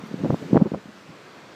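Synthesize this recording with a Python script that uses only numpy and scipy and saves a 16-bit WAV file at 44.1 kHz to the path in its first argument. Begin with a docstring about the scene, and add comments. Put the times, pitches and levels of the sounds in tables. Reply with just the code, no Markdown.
"""Snowstorm in spruce trees: a steady, broad rush of wind with a fine hiss on top.
In the first second gusts hit the microphone: low flutter, ragged buffets, thumping eddies.
Behind them, faint moans of wind around twigs and wires, and a thin fizz.
The microphone rounds off the strongest peaks and cuts the deep bass."""
import sys
import numpy as np
from scipy import signal
from scipy.fft import rfft, irfft
from scipy.io import wavfile
from scipy.ndimage import uniform_filter1d

SR = 44100
rng = np.random.default_rng(int(sys.argv[2]) if len(sys.argv) > 2 else 0)


def materialize(psi):
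    """Save the field psi as 16-bit PCM at rate SR to the path in sys.argv[1].

    A 1-D psi becomes a single channel; in a 2-D psi each row is a channel.
    """
    bounded = np.clip(np.atleast_2d(psi).T, -1, 1)
    quanta = np.round(bounded * 32767).astype(np.int16)
    wavfile.write(sys.argv[1], SR, quanta)


N = 68355
TIME_S = np.arange(N) / SR

# wind in the trees (frequency [Hz], relative density [dB])
RUSH_SPECTRUM = [(30, -43.5), (60, -11), (100, -7), (170, 0.5), (320, -2), (450, -1.5), (800, -3.5),
                 (1500, -4.5), (2300, -10), (4700, -17), (7600, -24.5), (9600, -35), (15500, -39.5)]
# loudness below and above SPLIT_HZ (time [s], roar gain [dB], hiss gain [dB])
# the hiss ducks about 3 dB at the strongest gust
RUSH_LEVEL = [(0, 0, 2), (.22, 3.5, 3), (.43, -3, 5), (.565, -0.5, 3.5), (.59, 2.5, -0.2),
              (.86, -4.5, -0.9), (.98, -3.5, 0.8), (1.2, 0.5, 0), (1.38, .5, 0.4), (1.55, 1, 0.3)]
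# air over the microphone (time [s], level [dB])
FLUTTER_LEVEL = [(0, -39.5), (.04, -44.5), (.09, -43.5), (.125, -41.5), (.17, -38.5), (.21, -30.5),
                 (.29, -30), (.35, -32.5), (.385, -45), (.43, -32.5), (.49, -38), (.53, -23), (.6, -28.5),
                 (.68, -41.5), (.70, -51), (.765, -34), (.82, -56.5), (.89, -53), (.97, -51.5),
                 (1.2, -55.5), (1.55, -84)]
# turbulent bursts (start [s], length [s], level [dB], corner [Hz])
BUFFET_EVENTS = [(.243, 0.03, -22, 430), (0.297, 0.0205, -20.5, 380), (.322, 0.03, -23.5, 332),
                 (0.539, 0.053, -17.5, 363), (0.597, 0.039, -27, 675), (0.648, .035, -26.5, 450),
                 (.734, 0.028, -27.5, 620), (.873, 0.033, -42, 302), (1.082, 0.036, -45.5, 160)]
# pressure kicks (time [s], peak [dB], corner [Hz])
EDDY_EVENTS = [(.036, -26.5, 340), (0.113, -26, 405), (0.141, -17.5, 380), (0.2364, -13, 315),
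               (.246, -15.5, 820), (0.2613, -22, 765), (0.3048, -7.5, 880), (0.3313, -11, 190),
               (0.3437, -12, 790), (0.5303, -1, 300), (.5458, -8.5, 720), (0.549, -17.5, 420),
               (0.556, -3.5, 330), (.5595, -4.5, 780), (0.5683, -1, 720), (.5748, -5, 1350),
               (0.6135, -15, 800), (.618, -4.5, 230), (0.6224, -10, 297), (0.6505, -20.5, 463),
               (0.6668, -20, 565), (0.718, -16, 450), (.736, -26.5, 705), (0.7462, -15.5, 890),
               (0.776, -29.5, 450), (.856, -31.5, 298)]
# microphone response to air pressure (frequency [Hz], gain [dB])
MIC_RESPONSE = [(15, -43.5), (40, -32), (70, -20), (110, -8), (160, 2), (220, 2), (330, -3), (600, -5),
                (1500, -9), (5000, -20)]
# wind around twigs and wires (centre [Hz], half-width [Hz], final level [dB])
MOAN_BANDS = [(324, 40, -54), (550, 140, -56)]
# top-end fizz (time [s], level [dB])
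FIZZ_LEVEL = [(0, -83), (.05, -74), (.07, -66), (.1, -76), (.24, -78), (.29, -70), (.42, -71), (.45, -75),
              (.6, -77), (1.55, -92)]

SPLIT_HZ, BASS_CUT_HZ, BAND_LIMIT_HZ = 1250, 73, 15500
TURBULENCE_DB_PER_OCT, EDDY_DB_PER_OCT = 17.5, 24  # fall above the corner


def rush(base_db=-47, patch_db=1, patch_s=0.16, patch_hz=400):
    """Wind in the trees: drifting patches of noise. Roar and hiss loudness follow RUSH_LEVEL."""
    hz = np.fft.rfftfreq(1024, 1 / SR)
    real, imag, patches = rng.standard_normal((3, N // 256 + 5, len(hz)))
    patches = uniform_filter1d(patches, round(patch_s * len(patches) * SR / N), axis=0)
    patches = unit_rms(uniform_filter1d(patches, round(patch_hz / hz[1]), axis=1))
    frames = (real + 1j * imag) * gain_of(spectrum_db(RUSH_SPECTRUM, hz) + patch_db * patches)
    low_share = 1 / (1 + (hz / SPLIT_HZ) ** 2)
    bands = np.array([(frames * low_share).T, (frames * (1 - low_share)).T])
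    roar, hiss = signal.istft(bands, nperseg=1024, noverlap=768)[1][:, :N]
    roar = bass_cut(roar, order=4)
    shaped = roar * envelope(RUSH_LEVEL) + hiss * envelope(RUSH_LEVEL, column=2)
    return gain_of(base_db) * shaped / np.std(roar + hiss)


def flutter(corner_hz=384, rms_window_s=0.035):
    """Unbroken low turbulence at the microphone."""
    rumble = noise(lambda hz: pressure_gain(hz, corner_hz, TURBULENCE_DB_PER_OCT))
    running_rms = np.sqrt(uniform_filter1d(rumble ** 2, round(rms_window_s * SR)) + 1e-6)
    return envelope(FLUTTER_LEVEL) * rumble / running_rms


def buffet(length_s, level_db, corner_hz, rise_s=0.0056, fall_s=0.016):
    """Short burst of stronger turbulence."""
    t = np.arange(0, length_s, 1 / SR)
    ramp = np.clip(np.minimum(t / rise_s, (length_s - t) / fall_s), 0, 1)
    rumble = noise(lambda hz: pressure_gain(hz, corner_hz, TURBULENCE_DB_PER_OCT))
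    return gain_of(level_db) * unit_rms(ramp * rumble[:len(t)])


def eddy(time_s, peak_db, corner_hz, abruptness=0.89, size=4096):
    """One pressure kick, ringing briefly from the microphone's bass cut. Returns (start [s], sound)."""
    hz = abs(np.fft.fftfreq(size, 1 / SR))
    log_gain = np.log(pressure_gain(hz, corner_hz, EDDY_DB_PER_OCT) + 1e-5)
    lag_rad = abruptness * signal.hilbert(log_gain).imag  # abruptness 0: symmetric, 1: instant onset
    lead = size // 4
    kick = np.roll(np.fft.ifft(np.exp(log_gain - 1j * lag_rad)).real, lead)
    return time_s - lead / SR, gain_of(peak_db) * kick / abs(kick).max()


def moans(rise_db_per_s=11):
    """Wind around twigs and wires: narrow, fuzzy tones that grow towards the end."""
    tones = sum(gain_of(level_db) * noise(lambda hz: 1 / (1 + ((hz - centre_hz) / half_width_hz) ** 2))
                for centre_hz, half_width_hz, level_db in MOAN_BANDS)
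    return tones * gain_of(rise_db_per_s * (TIME_S - TIME_S[-1]))


def fizz(corner_hz=9500):
    """Thin treble noise, as of fine blown snow."""
    treble = noise(lambda hz: (hz < BAND_LIMIT_HZ) * np.minimum(hz / corner_hz, 1) ** 2)
    return envelope(FIZZ_LEVEL) * treble


def pressure_gain(hz, corner_hz, fall_db_per_oct):
    """Spectrum of turbulent pressure at the microphone; steep fall above the corner."""
    exponent = fall_db_per_oct / (10 * np.log10(2))
    return gain_of(spectrum_db(MIC_RESPONSE, hz)) / np.sqrt(1.5 + (hz / corner_hz) ** exponent)


def gain_of(db):
    """Decibels to gain."""
    return 10 ** (np.asarray(db) / 20)


def unit_rms(x):
    """Scale to rms 1."""
    return x / np.sqrt(np.mean(x ** 2) + 1e-20)


def spectrum_db(table, hz):
    """Interpolate a spectrum over log frequency."""
    knots_hz, knots_db = np.transpose(table)
    return np.interp(np.log(hz + 1), np.log(knots_hz + 1), knots_db)


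def envelope(table, column=1):
    """One dB column as gain per sample."""
    columns = np.transpose(table)
    return gain_of(np.interp(TIME_S, columns[0], columns[column]))


def noise(shape):
    """Unit-rms noise with spectral gain shape(hz)."""
    white = rfft(rng.standard_normal(N))
    return unit_rms(irfft(white * shape(np.fft.rfftfreq(N, 1 / SR)), N))


def bass_cut(x, order):
    """High-pass at BASS_CUT_HZ."""
    return signal.sosfilt(signal.butter(order, BASS_CUT_HZ, "high", fs=SR, output="sos"), x)


def add(mix, start_s, sound):
    """Mix a sound in at start_s."""
    part = mix[max(round(start_s * SR), 0):][:len(sound)]
    part += sound[:len(part)]


def scene():
    """Storm in the trees plus gusts on the microphone, mono."""
    gusts = flutter()
    for start_s, *settings in BUFFET_EVENTS:
        add(gusts, start_s, buffet(*settings))
    for event in EDDY_EVENTS:
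        add(gusts, *eddy(*event))
    return (rush() + gusts + moans() + fizz())[None]


def record(dry):
    """Microphone: soft overload, bass cut, band limit."""
    ceiling = 0.75
    rounded = dry / (1 + (dry / ceiling) ** 4) ** 0.25
    lowpass = signal.firwin(511, BAND_LIMIT_HZ, window=("kaiser", 9), fs=SR)
    return signal.oaconvolve(bass_cut(rounded, order=2), lowpass[None], "same")


dry = scene()
out = record(dry)
materialize(out)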